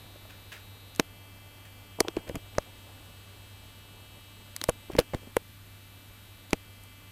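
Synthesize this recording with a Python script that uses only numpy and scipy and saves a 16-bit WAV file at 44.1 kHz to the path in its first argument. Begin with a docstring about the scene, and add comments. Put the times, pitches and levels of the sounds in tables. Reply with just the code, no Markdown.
"""A small hand-held camera is moved about indoors. Faint knocks and rubs on its plastic casing come first,
a hard knock at 1 s, a cluster from 2 to 2.6 s, a denser one from 4.6 to 5.4 s with the strongest rub, and
a last knock near 6.5 s. Knocks are decaying modes, clicks short noise bursts, rubs grainy noise.
Throughout lie a buzz of overtones whose colour changes with the grip, mains hum, preamplifier hiss and
rumble, and low-mid room noise."""
import sys
import numpy as np
from scipy.fft import rfft, irfft, next_fast_len
from scipy.io import wavfile
from scipy.ndimage import uniform_filter1d, map_coordinates

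SR = 44100
rng = np.random.default_rng(int(sys.argv[2]) if len(sys.argv) > 2 else 0)


def pcm_store(signal):
    """Save signal as 16-bit PCM."""
    levels = np.round(np.clip(np.atleast_2d(signal), -1, 1) * 32767)
    wavfile.write(sys.argv[1], SR, levels.astype(np.int16).T)


N = 313639

# Dull knocks on the shell. Each row: start in seconds, shell peak in dB, pitch in Hz, thump level in dB,
# hardness in dB added to the upper modes, loss in dB at each rebound (twice that for the thump).
KNOCKS = [(0.158, -45, 586, -64, -6, 30), (0.251, -44, 636, -55, -5, 30), (0.9964, -9.5, 289, -28.5, 6, 16),
          (1.9872, -30, 298, -52, 7, 8), (2.006, -10, 425, -25.5, 0.5, 21), (2.047, -30.5, 376, -51, 2, 10),
          (2.074, -33.5, 487, -61, -4, 30), (2.084, -23, 386, -44, -9, 13),
          (2.1685, -15.5, 364, -28, -4.5, 15), (2.189, -44, 150, -39, -11, 14),
          (2.2815, -38, 580, -43, -14, 21), (2.2951, -27, 530, -31, -10.5, 14),
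          (2.3107, -34, 310, -37, -13, 15), (2.345, -39, 150, -31, -11, 6), (2.357, -23.5, 291, -36, 0, 17),
          (2.367, -37, 151, -28, 11, 19), (2.562, -43, 300, -46, 4, 30), (2.582, -13, 587, -22, -2, 30),
          (4.6156, -35, 314, -54, -3, 33), (4.639, -36.5, 605, -43, 1, 30),
          (4.688, -12, 566, -19, -2.5, 8.5), (4.8988, -27, 363, -33, -0.5, 30),
          (4.9337, -38, 150, -41, -8, 9), (4.9515, -20.5, 270, -28, 1, 34),
          (4.9697, -35, 150, -37, -11, 30), (4.9827, -25, 403, -45, 17.5, 30),
          (4.9877, -6, 508, -15.5, -7.5, 11), (5.0062, -34, 300, -43, -8, 17),
          (5.1354, -26.5, 239, -34, 8, 30), (5.1425, -23, 211, -48, 15, 30),
          (5.1479, -26, 147, -22.5, 10, 24), (5.23, -46, 490, -50, -5, 30),
          (5.272, -37.5, 240, -49, -2, 30), (5.3666, -11, 482, -27, -3, 31),
          (6.5312, -9, 264, -21.5, 5, 15.5)]
# Bending modes of the shell. 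Each row: multiple of the pitch, mean relative level in dB.
SHELL_MODES = [(1.001, 0.5), (1.45, -3.5), (2.1, -5), (2.9, -8.5)]
# Rocking of the whole body. Each row: frequency in Hz, relative level in dB, t60 in seconds.
THUMP_MODES = [(68, 3.5, 0.022), (132, 6, 0.016)]
# Snaps of the plastic seams. Each row: peak time in seconds, then snap, crack and tick levels in dB.
CLICKS = [(0.95, -52, -43, -50), (0.9613, -48, -43, -36.5), (0.998, -11.5, -13.5, -20),
          (2.0044, -19, -25, -19), (2.0053, -21.5, -14, -19), (2.0836, -24.5, -24.5, -39),
          (2.167, -32, -38.5, -44), (2.1865, -44, -60, -61), (2.2919, -46, -43.5, -40),
          (2.296, -35, -51, -59), (2.3557, -32, -40.5, -33), (2.3592, -35.5, -43, -53),
          (2.552, -41, -55, -60), (2.584, -25, -23.5, -33), (4.5644, -33.5, -30.5, -25),
          (4.6149, -29, -24, -32), (4.64, -26, -23, -21.5), (4.686, -55, -38, -35), (4.69, -23, -36, -36),
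          (4.6946, -25.5, -30.5, -20.5), (4.9188, -44, -47, -47), (4.935, -44, -46, -55),
          (4.952, -33.5, -52, -55), (4.9658, -37, -38, -42), (4.985, -24, -47, -48),
          (4.9886, -23.5, -22.5, -30), (4.9917, -21, -17.5, -23), (4.996, -41, -41, -36),
          (5.0008, -33, -32, -31), (5.1353, -35, -47, -58), (5.1471, -31.5, -36, -42.5),
          (5.3676, -15.5, -29.5, -23), (6.5078, -46.5, -39, -41), (6.532, -14.5, -23, -25),
          (6.8368, -57, -53, -43.5)]
# Spectra of the three click bands. Each row: frequency in Hz, relative density in dB per Hz.
SNAP_SPECTRUM = [(600, -65), (1100, 5.5), (1500, -1), (2300, 3), (3300, -8), (6000, -76)]
CRACK_SPECTRUM = [(1500, -43), (2500, -22), (3200, 1), (4700, 0.5), (6500, -5), (10000, -36)]
TICK_SPECTRUM = [(4000, -83), (6000, 6), (8400, 8), (11000, 5.5), (14500, 1.5), (16500, -36)]
# Finger slides over the shell. Each row: start in seconds, bright level in dB, dull level in dB,
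# t60 in seconds.
RUBS = [(0.294, -49, -67, 0.22), (0.517, -38.5, -56.5, 0.24), (1.65, -50, -70, 0.11),
        (2.168, -49, -40, 0.16), (2.269, -53, -45, 0.2), (2.343, -53, -34.5, 0.11), (2.62, -54, -64, 0.17),
        (4.91, -52, -50, 0.36), (4.983, -25.5, -19, 0.073), (5.135, -40, -26, 0.078),
        (5.215, -61, -50, 0.13)]
# Friction through the body (dull) and on the skin of the shell (bright).
# Each row: frequency in Hz, relative density in dB per Hz.
DULL_SPECTRUM = [(60, -32), (200, -1.5), (600, -1.5), (1200, -18), (2500, -28), (6000, -120)]
BRIGHT_SPECTRUM = [(530, -19), (900, -11), (1600, 7), (2230, 2), (2540, 5), (3170, 0), (3530, -3.5),
                   (15000, -17.5)]
# Buzz overtones before grip and waver. Each row: frequency in Hz, level in dB rms.
BUZZ = [(293, -72.5), (586, -76), (1170, -73.5), (1760, -79), (2050, -72.5), (2340, -67), (2930, -66),
        (3220, -65.5), (3520, -70), (3810, -69.5), (4400, -74.5), (5300, -83.5), (7300, -90), (7910, -77),
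        (8200, -76.5), (8800, -98), (11400, -91), (12300, -74), (12900, -77), (13500, -90)]
# Grips that recolour the buzz. Each row: start in seconds, then level, lean, scoop and flank in dB.
GRIPS = [(0, 1, 3.5, 5, -1.5), (1.0, -1.5, -7, 2.5, 0.5), (1.9, -0.2, -5, -4, 0.5),
         (2.4, 1.3, 2.5, -1.5, 1), (2.7, 1.9, 1, -0.5, -4.5), (4.6, 1.5, 3, -2, 1),
         (4.9, -0.5, -5, -2, -.5), (5.3, -2.5, 0.5, 3.5, 0.5), (5.7, -1, 1, 3, 0.5),
         (6.55, -0.7, -3.5, .5, 1)]
# How far each colour moves an overtone. Each row: frequency in Hz, share of the colour's dB.
LEAN_SHARE = [(2050, -0.4), (2930, -0.18), (3220, -0.51), (3810, 1.0), (4400, -0.3), (8000, 0.03),
              (12300, -0.15)]
SCOOP_SHARE = [(2050, 0.13), (2640, -0.18), (3220, -0.39), (3520, 0.54), (4100, 0.51), (8000, -0.67),
               (12300, .7)]
FLANK_SHARE = [(1760, 0.15), (2050, 1), (2340, .8), (2640, 0.06), (11700, .05), (12300, 1.1), (12900, .3)]
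# Resonance setting the overtone phases: centre in Hz, width in Hz.
PULSE_RING = (3200, 800)
# Preamplifier hiss and rumble. Each row: frequency in Hz, relative density in dB per Hz.
HISS_SPECTRUM = [(10, -11), (25, 4), (80, 0), (130, -6.5), (250, -6.5), (600, -33.5), (1000, -20),
                 (1250, -15), (2200, -17), (3000, -18.5), (5500, -25), (9000, -23.5), (15000, -21.5)]
# Low-mid room noise over time. Each row: time in seconds, level in dB rms.
ROOM_LEVEL = [(0.0, -58.5), (1.39, -60.5), (1.82, -60), (2.15, -57), (2.4, -59.5), (3.11, -60),
              (4.32, -61.5), (5.23, -62), (5.58, -66), (5.96, -63.5), (6.59, -62.5), (7.11, -65)]
# Room noise spectrum. Each row: frequency in Hz, relative density in dB per Hz.
ROOM_SPECTRUM = [(120, -6), (250, -4), (600, -4), (1100, -8.5), (2000, -36), (5000, -120)]

RING_MS, RING_MS_PER_DB = 10, 0.48  # t60 of a 0 dB knock; lighter touches damp the shell less
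PRESS_S = 0.0013
REBOUND_S, REBOUND_PITCH_RATIO = 0.00596, 0.93
CLICK_BUILD_T60_S, CLICK_T60_S = 0.0021, 0.0052
RATTLE_BUILD_T60_S, RATTLE_T60_S, RATTLE_DB = 0.018, 0.033, -25
RUB_RISE_S = 0.0027
PULSE_HZ, GRIP_SETTLE_S = 292.97, 0.051
HUM_HZ, HUM_DB = 99.5, -54
SPIN_HZ, SPIN_DB = 91.3, -65.5
HISS_DB, HISS_TOP_HZ = -54, 15100
LOW_CUT_HZ, TOP_HZ = 25, 16500


def amp(db):
    """dB to linear amplitude."""
    return 10 ** (np.asarray(db) / 20)


def unit(x):
    """Scale to rms 1."""
    return x / np.sqrt(np.mean(x ** 2) + 1e-20)


def curve(rows):
    """(seconds, value) rows interpolated to one value per sample."""
    s, value = np.transpose(rows)
    return np.interp(np.arange(N) / SR, s, value)


def wobble(rate_hz):
    """Smooth random curve through rate_hz normal-distributed knots a second."""
    knots = rng.standard_normal(int(N * rate_hz / SR) + 4)
    return map_coordinates(knots, [np.arange(N) * rate_hz / SR])


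def filtered(x, response):
    """Multiply the spectrum of x by response(Hz)."""
    size = next_fast_len(N + 8192)
    gain = response(np.fft.rfftfreq(size, 1 / SR))
    return irfft(rfft(x, size) * gain, size)[..., :N]


def noise(spectrum):
    """Noise of rms 1, its (Hz, dB) spectrum interpolated on a log frequency axis."""
    f, db = np.transpose(spectrum)
    return unit(filtered(rng.standard_normal(N),
                         lambda hz: amp(np.interp(np.log(hz + 1), np.log(f + 1), db))))


def knocks():
    """Each knock rings the shell's modes at new strengths, rocks the body and rebounds twice."""
    out = np.zeros(N + SR)
    t = np.arange(SR // 10) / SR
    contacts = []
    for s, db, hz, thump_db, hard_db, loss_db in KNOCKS:
        for n in range(3):
            contacts.append((s + REBOUND_S * n, db - loss_db * n, hz * REBOUND_PITCH_RATIO ** n,
                             thump_db - 2 * loss_db * n, hard_db))
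    scatter_db = 1.2 * rng.standard_normal((len(contacts), len(SHELL_MODES)))
    body = sum(amp(db - 60 * t / t60_s) * np.sin(2 * np.pi * hz * t) for hz, db, t60_s in THUMP_MODES)
    press = 1 - np.exp(-(t / PRESS_S) ** 2)  # a fingertip lands softly
    for (s, db, hz, thump_db, hard_db), chances_db in zip(contacts, scatter_db):
        t60_s = (RING_MS - RING_MS_PER_DB * db) / 1e3
        shell = 0
        for (multiple, mode_db), chance_db in zip(SHELL_MODES, chances_db):
            fade = amp(-60 * t / t60_s * multiple ** 0.4)  # higher modes die sooner
            level = amp(mode_db + chance_db + hard_db * (multiple > 1.2))
            shell = shell + level * fade * np.sin(2 * np.pi * multiple * hz * t)
        shell = press * shell
        shell /= np.max(np.abs(shell))
        start = round(s * SR)
        out[start:start + len(t)] += amp(db) * shell + amp(thump_db) * press * body
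    return out[:N]


def clicks():
    """Very short noise bursts in three bands: strain builds for a moment, snaps and rattles out."""
    lead = SR // 100
    t = np.arange(-lead, SR // 20) / SR
    out = np.zeros(N + SR)
    bands = np.array([noise(SNAP_SPECTRUM), noise(CRACK_SPECTRUM), noise(TICK_SPECTRUM)])
    snap = np.where(t < 0, amp(60 * t / CLICK_BUILD_T60_S), amp(-60 * t / CLICK_T60_S))
    rattle = np.where(t < 0, amp(60 * t / RATTLE_BUILD_T60_S), amp(-60 * t / RATTLE_T60_S))
    shape = snap + amp(RATTLE_DB) * rattle
    for peak_s, *levels_db in CLICKS:
        first = round(peak_s * SR) - lead
        at = slice(first, first + len(t))
        burst = shape * bands[:, at]
        # scale each burst to equal energy, so the row's levels set its loudness
        burst /= np.linalg.norm(burst, axis=1, keepdims=True) / np.linalg.norm(shape)
        out[at] += amp(levels_db) @ burst
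    return out[:N]


def rubs():
    """Grainy friction noise, bright on the shell's skin, dull through its body; fast start, slower fade."""
    t = np.arange(N) / SR
    bright, dull = np.zeros(N), np.zeros(N)
    for s, bright_db, dull_db, t60_s in RUBS:
        since = np.maximum(t - s, 0)
        stroke = amp(-60 * since / t60_s) * (1 - np.exp(-since / RUB_RISE_S))
        bright += amp(bright_db) * stroke
        dull += amp(dull_db) * stroke
    bright_grain = unit(amp(2.8 * wobble(250)) * noise(BRIGHT_SPECTRUM))
    dull_grain = unit(amp(1.7 * wobble(110)) * noise(DULL_SPECTRUM))
    return bright * bright_grain + dull * dull_grain


def buzz():
    """Overtones of one steady electrical pulse train, phased as spikes that ring out; grip recolours it."""
    t = np.arange(N) / SR
    starts_s, *colours_db = np.transpose(GRIPS)
    grip_index = np.maximum(np.searchsorted(starts_s, t, "right") - 1, 0)
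    held_db = np.array(colours_db)[:, grip_index]
    level_db, lean_db, scoop_db, flank_db = uniform_filter1d(held_db, round(GRIP_SETTLE_S * SR), axis=1)
    ring_hz, width_hz = PULSE_RING
    out = np.zeros(N)
    for hz in PULSE_HZ * np.arange(1, 46):
        waver_db = 0.8 * wobble(4)
        db, lean, scoop, flank = (np.interp(hz, *np.transpose(rows))
                                  for rows in (BUZZ, LEAN_SHARE, SCOOP_SHARE, FLANK_SHARE))
        lag = np.arctan((hz * hz - ring_hz * ring_hz) / (hz * width_hz))
        grip_db = level_db + lean * lean_db + scoop * scoop_db + flank * flank_db
        out += amp(db + grip_db + waver_db) * np.cos(2 * np.pi * hz * t - lag)
    return np.sqrt(2) * out  # rms to peak


def hum():
    """Twice the mains frequency and a fainter motor tone below it, both wavering in level and phase."""
    t = np.arange(N) / SR
    mains = amp(HUM_DB + 1.0 * wobble(6)) * np.sin(2 * np.pi * HUM_HZ * t + 0.27 * wobble(4.7))
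    spin = amp(SPIN_DB + 3.0 * wobble(1.56)) * np.sin(2 * np.pi * SPIN_HZ * t + 0.3 * wobble(2.6))
    return np.sqrt(2) * (mains + spin)  # rms to peak


def preamp_hiss():
    """Preamplifier hiss and rumble: shaped noise, cut at the hiss limit, barely wavering in level."""
    hiss = filtered(noise(HISS_SPECTRUM), lambda hz: hz < HISS_TOP_HZ)
    return amp(HISS_DB + 0.39 * wobble(2.42)) * hiss


def room_noise():
    """Low-mid noise made lumpy by a random level, under a slow level curve."""
    lumps = amp(1.5 * wobble(40))
    return amp(curve(ROOM_LEVEL)) * unit(lumps * noise(ROOM_SPECTRUM))


def scene():
    """Sum of all sources, one channel."""
    handling = knocks() + clicks() + rubs()
    background = buzz() + hum() + preamp_hiss() + room_noise()
    return (handling + background)[None]


def record(dry):
    """The small microphone loses the deepest bass; the camera keeps nothing above its band limit."""
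    return filtered(dry, lambda hz: (hz < TOP_HZ) * 1j * hz / (LOW_CUT_HZ + 1j * hz))


dry = scene()
out = record(dry)
pcm_store(out)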